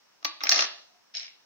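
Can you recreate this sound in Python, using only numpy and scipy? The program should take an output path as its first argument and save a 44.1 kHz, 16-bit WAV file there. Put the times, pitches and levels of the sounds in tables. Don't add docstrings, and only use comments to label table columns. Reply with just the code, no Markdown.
import sys
import numpy as np
from scipy import signal
from scipy.io import wavfile

SR = 44100
rng = np.random.default_rng(int(sys.argv[2]) if len(sys.argv) > 2 else 0)


def gain_from_db(level_db):
    decades = np.asarray(level_db, float) / 20
    return 10 ** decades


def pcm_store(signal):
    levels = np.round(np.clip(np.atleast_2d(signal), -1, 1) * 32767)
    wavfile.write(sys.argv[1], SR, levels.astype(np.int16).T)


N = 63945

# f/Hz, correlation/1
LIKENESS = [(60, 0.89), (500, -0.85), (1000, 0.71), (8000, -1.1), (14000, 0.37)]
# f/Hz, level/dB, T60/s
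WOOD_MODES = [(325.6, -13.5, .09), (560, -40, 0.01), (699.7, -3.5, 0.22), (791, -6, 0.064),
              (860.5, 5.5, 0.028), (1152.6, 5.5, 0.072), (1260, 2.9, 0.1), (1435, -14, 0.082)]
# f/Hz, level/dB, T60/s
CASE_MODES = [(1600, -5, 0.007), (1830, -10.5, 0.026), (2097, 1, 0.047), (2488, 8, 0.0051),
              (2753, 0.5, 0.0151), (3180, -2.5, .012), (3400, -0.5, 0.021), (3710, -1.5, 0.013),
              (3910, -8, 0.0116)]
# f/Hz, level/dB, T60/s
RING_MODES = [(4367, 2, 0.0048), (4650, -2.5, 0.0097), (5216, 7, 0.01), (5647, 3.5, 0.02),
              (6027, -8.3, 0.016), (6400, -25.5, 0.0048)]
# f/Hz, level/dB, T60/s
TOP_MODES = [(14700, -16, 0.037), (15000, -10, 0.073), (15240, 11, 0.017), (15700, -3.5, .02)]
# f/Hz, level/dB, T60/s
RATTLE_LOW_MODES = [(1790, -20, 0.015), (2200, 8.5, 0.024), (2360, 22, 0.015), (2780, 10, 0.018),
                    (3260, -6, 0.0074)]
# f/Hz, level/dB, T60/s
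RATTLE_HIGH_MODES = [(3600, -23, 0.0041), (4050, 3.5, 0.015), (4530, 3.5, 0.0084), (4950, 6.5, 0.016),
                     (5320, 9, 0.018), (5900, -11, 0.021), (6470, -27, .01), (6300, -29, .008)]


def at_hz(points, hz):
    table_hz, value = np.array(points)[:, 0], np.array(points)[:, 1]
    return np.interp(np.log(hz), np.log(table_hz), value)


def rms_one(x):
    return x / np.sqrt(np.mean(x ** 2) + 1e-20)


def top_one(x):
    return x / np.abs(x).max(axis=(1, 2), keepdims=True)


def bandpass(x, low_hz, high_hz, order=4):
    return signal.sosfilt(signal.butter(order, [low_hz, high_hz], "band", fs=SR, output="sos"), x)


def ring(x, hz, t60):
    radius = gain_from_db(-60 / (t60 * SR))
    angle = 2 * np.pi * hz / SR
    return signal.lfilter([0, np.sin(angle)], [1, -2 * radius * np.cos(angle), radius ** 2], x + 1e-18)


def bands():
    edges_hz = 30 * 2 ** np.arange(0, 9.4, 2 / 3)
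    return [(np.sqrt(a * b), a, b) for a, b in zip(edges_hz, edges_hz[1:])]


def diffuse_pair(mid, side, hz):
    alike = np.clip(at_hz(LIKENESS, hz), -1, 1)
    return np.sqrt(1 + alike) * mid + np.sqrt(1 - alike) * side * [[1], [-1]]


def room_tone():
    # f/Hz, level/dB
    tone_spectrum = [(30, -15), (50, -19), (80, -15), (250, 1.5), (900, 3), (5500, -4.5), (7400, -56),
                     (16000, -19.5)]
    white, tone = rng.standard_normal((2, 2, N)), 0
    for k, (hz, low_hz, high_hz) in enumerate(bands()):
        mid, side = bandpass(white[k % 2], low_hz, high_hz, 2)
        tone = tone + gain_from_db(at_hz(tone_spectrum, hz)) * diffuse_pair(mid, side, hz)
    peak = rms_one(ring(rng.standard_normal((2, N)), 5490, 0.003))
    hiss = rms_one(ring(rng.standard_normal((2, N)), 15300, 0.0024))
    return gain_from_db(-66.5) * rms_one(tone) + gain_from_db(-68.5) * peak + gain_from_db(-80.5) * hiss


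def far_hoot():
    start_s, length_s, hz, level_db = 0.88, 0.17, 715, -70
    swell = np.sin(np.pi * np.clip((np.arange(N) / SR - start_s) / length_s, 0, 1))
    return rms_one(ring(rng.standard_normal(N), hz, 0.12)) * swell * gain_from_db(level_db)


def room(x):
    # f/Hz, T60/s
    decay_times = [(250, .5), (700, 0.57), (2000, 0.35), (4000, 0.5), (6000, 0.0967), (15000, 1.6)]
    # f/Hz, level/dB
    tail_levels = [(250, 1), (700, -4.5), (2000, -2), (4000, -2.5), (6000, -1), (15000, -21.5)]
    delay_s = 0.005
    t = np.arange(N // 3) / SR
    white, tail = rng.standard_normal((2, 2, N // 3)), 0
    for k, (hz, low_hz, high_hz) in enumerate(bands()):
        fade = gain_from_db(-60 * t / at_hz(decay_times, hz)) * np.clip(t / delay_s - 1, 0, 1)
        mid, side = bandpass(white[k % 2], low_hz, high_hz, 2) * fade / np.sqrt(2 * np.sum(fade ** 2))
        tail = tail + gain_from_db(at_hz(tail_levels, hz)) * diffuse_pair(mid, side, hz)
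    tail = tail * np.clip(4 * (1 - t / t[-1]), 0, 1) ** 2
    return signal.fftconvolve(x[None], tail, axes=1)[:, :N]


def pair(x, modes):
    own = 0.74 if 1400 < modes[-1][0] * 0.9 < 9000 else 0.6
    return np.sqrt(1 - own) * x[..., :1, :] + np.sqrt(own) * x[..., 1:, :]


def confine(x, modes):
    spare_hz = min(0.2 * modes[0][0], 700)
    return bandpass(x, modes[0][0] - spare_hz, modes[-1][0] + spare_hz)


def strike(times, peaks_db, modes, rise_s, fall_s):
    mode_spread_db, crack_db, crack_t60_s = 5, -34, 0.0025
    t = np.arange(3072) / SR
    force = (1 - np.exp(-t / rise_s)) ** 2 * np.exp(-t / fall_s)
    bursts = pair(rng.standard_normal((len(times), 3, len(t))), modes) * force
    spread = gain_from_db(mode_spread_db * rng.standard_normal((len(modes), len(times), 1, 1)))
    hits = 0
    for k, (hz, db, t60) in enumerate(modes):
        crack = gain_from_db(crack_db) * ring(bursts, hz, crack_t60_s)
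        hits = hits + gain_from_db(db) * spread[k] * top_one(ring(bursts, hz, t60) + crack)
    fade = np.cos(np.pi / 2 * t / t[-1])
    hits = top_one(confine(hits, modes)) * gain_from_db(peaks_db)[:, None, None] * fade
    out = np.zeros((2, N + len(t)))
    for s, hit in zip(times, hits):
        i = int((s - rise_s) * SR)
        out[:, i:i + len(t)] += hit
    return out[:, :N]


def rub(curve, parts):
    grains_per_s, grain_spread_db, damping = 4000, 3, 0.2
    s, db = np.transpose(curve)
    sizes = gain_from_db(grain_spread_db * np.minimum(rng.exponential(1, (3, N)), 5))
    sizes = sizes * rng.choice([-1, 1], (3, N))
    grains = sizes * (rng.random((3, N)) < grains_per_s / SR)
    out = 0
    for modes, part_db in parts:
        force = pair(grains, modes)
        rung = sum(gain_from_db(mode_db) * ring(force, hz, t60 * damping) for hz, mode_db, t60 in modes)
        out = out + gain_from_db(part_db) * rms_one(confine(rung, modes))
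    return out * gain_from_db(np.interp(np.arange(N) / SR, s, db, -200, -200))


def rattle():
    # t/s, peak level/dB, lower modes relative level/dB
    tick_events = [(1.1401, -40.5, -22), (1.1452, -34.5, -8), (1.151, -23, -14.5), (1.157, -25.5, -26),
                   (1.1643, -28.5, -11), (1.1702, -19, -23), (1.176, -30, -37), (1.1825, -26, -32),
                   (1.1979, -24, -35), (1.204, -31, -29), (1.213, -27, -23), (1.2312, -30, -23),
                   (1.2478, -36, -12), (1.257, -35.5, -17.5), (1.267, -33, -28), (1.281, -40, -2)]
    # f/Hz, level/dB, T60/s
    body_modes = [(464, -9, 0.01), (687, -2.5, 0.037), (1090, -4.5, 0.034)]
    # t/s, level/dB
    shiver_curve = [
        (1.137, -98),
        (1.142, -46),
        (1.19, -45.5),
        (1.25, -49),
        (1.29, -62),
        (1.33, -86),
    ]
    s, db, low_db = np.transpose(tick_events)
    parts = [(db, RATTLE_HIGH_MODES), (db + low_db + 3.5, RATTLE_LOW_MODES), (db - 29, body_modes)]
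    ticks = sum(strike(s - 0.0012, peaks, modes, 0.00081, 0.0011) for peaks, modes in parts)
    return ticks + rub(shiver_curve, [(RATTLE_HIGH_MODES, -3), (RATTLE_LOW_MODES, -4)])


def scrape():
    # t/s, level/dB
    pressure_curve = [
        (.395, -110),
        (.406, -49.5),
        (.47, -45),
        (.51, -41),
        (.54, -33),
        (.57, -32),
        (.63, -35),
        (.65, -31.5),
        (.68, -98),
    ]
    low = rub(pressure_curve, [(WOOD_MODES, -6.5), (CASE_MODES, -2.5), (RING_MODES, -1.5)])
    return low, rub(pressure_curve, [(TOP_MODES, -40.5)])


def knocks():
    # t/s, case peak level/dB, wood peak level/dB, 5 kHz ring peak level/dB, 15 kHz peak level/dB
    knock_events = [(0.2278, -45, -44.5, -43, -85), (0.2475, -19.5, -28, -14, -31),
                    (0.2519, -16.5, -23.5, -17, -52), (0.407, -28.5, -48, -42, -75),
                    (.4134, -29.5, -31, -58, -84.5), (0.4365, -24, -25, -16.5, -24),
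                    (.4544, -24.5, -30, -38.5, -44.5), (0.4701, -17.5, -37.5, -20.5, -56.5),
                    (0.4929, -17, -27, -4.5, -30), (0.5146, -15, -44.5, -11, -34.5),
                    (0.5213, -10.5, -24.5, -4.5, -31.5), (0.529, -21.5, -48.5, -10.5, -52),
                    (0.5441, -26.5, -27.5, -14, -47), (0.5599, -37, -32.5, -10.5, -61),
                    (.5790, -22.5, -27, -15, -48.5), (0.5917, -12, -22, -14, -61),
                    (0.5978, -21, -30, -16, -63), (0.6068, -20.5, -32.5, -10.5, -58),
                    (0.6228, -16, -27, -13.5, -75)]
    rise_s, fall_s = 0.0024, 0.0018
    s, case_db, wood_db, bright_db, top_db = np.transpose(knock_events)
    low = strike(s, case_db, CASE_MODES, rise_s, fall_s)
    low = low + strike(s, wood_db, WOOD_MODES, rise_s, fall_s)
    low = low + strike(s, bright_db, RING_MODES, rise_s, fall_s)
    top = strike(s, top_db, TOP_MODES, rise_s, fall_s)
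    thump = strike(s, case_db - 48, [(45, 0, 0.05), (150, -3, 0.05)], 0.0012, 0.0071).mean(0)
    return low, top, thump


def microphone_leak(low):
    noise = bandpass(rng.standard_normal((2, N)), 8800, 12600)
    return gain_from_db(-38.5) * 9 * np.abs(low) ** 1.48 * noise


def microphones(low):
    lag_s = 0.00036
    low = signal.sosfilt(signal.butter(12, 7020, fs=SR, output="sos"), low)
    low = signal.sosfilt(signal.butter(4, 324, "high", fs=SR, output="sos"), low)
    low[0] = np.roll(low[0], int(lag_s * SR))
    return low


def scene():
    knock_low, knock_top, thump = knocks()
    scrape_low, scrape_top = scrape()
    contact = knock_low + scrape_low
    low = microphones(contact + rattle())
    direct = low + knock_top + scrape_top + microphone_leak(contact)
    balance = gain_from_db(np.array([[0.6], [-0.6]]))
    return direct * balance + room(low.mean(0)) + thump + room_tone() + far_hoot()


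def band_limit(x):
    return signal.sosfilt(signal.butter(12, 16640, fs=SR, output="sos"), x)


def record(dry):
    mix = signal.sosfilt(signal.cheby2(10, 50, 16700, fs=SR, output="sos"), dry)
    return band_limit(mix)


dry = scene()
out = record(dry)
pcm_store(out)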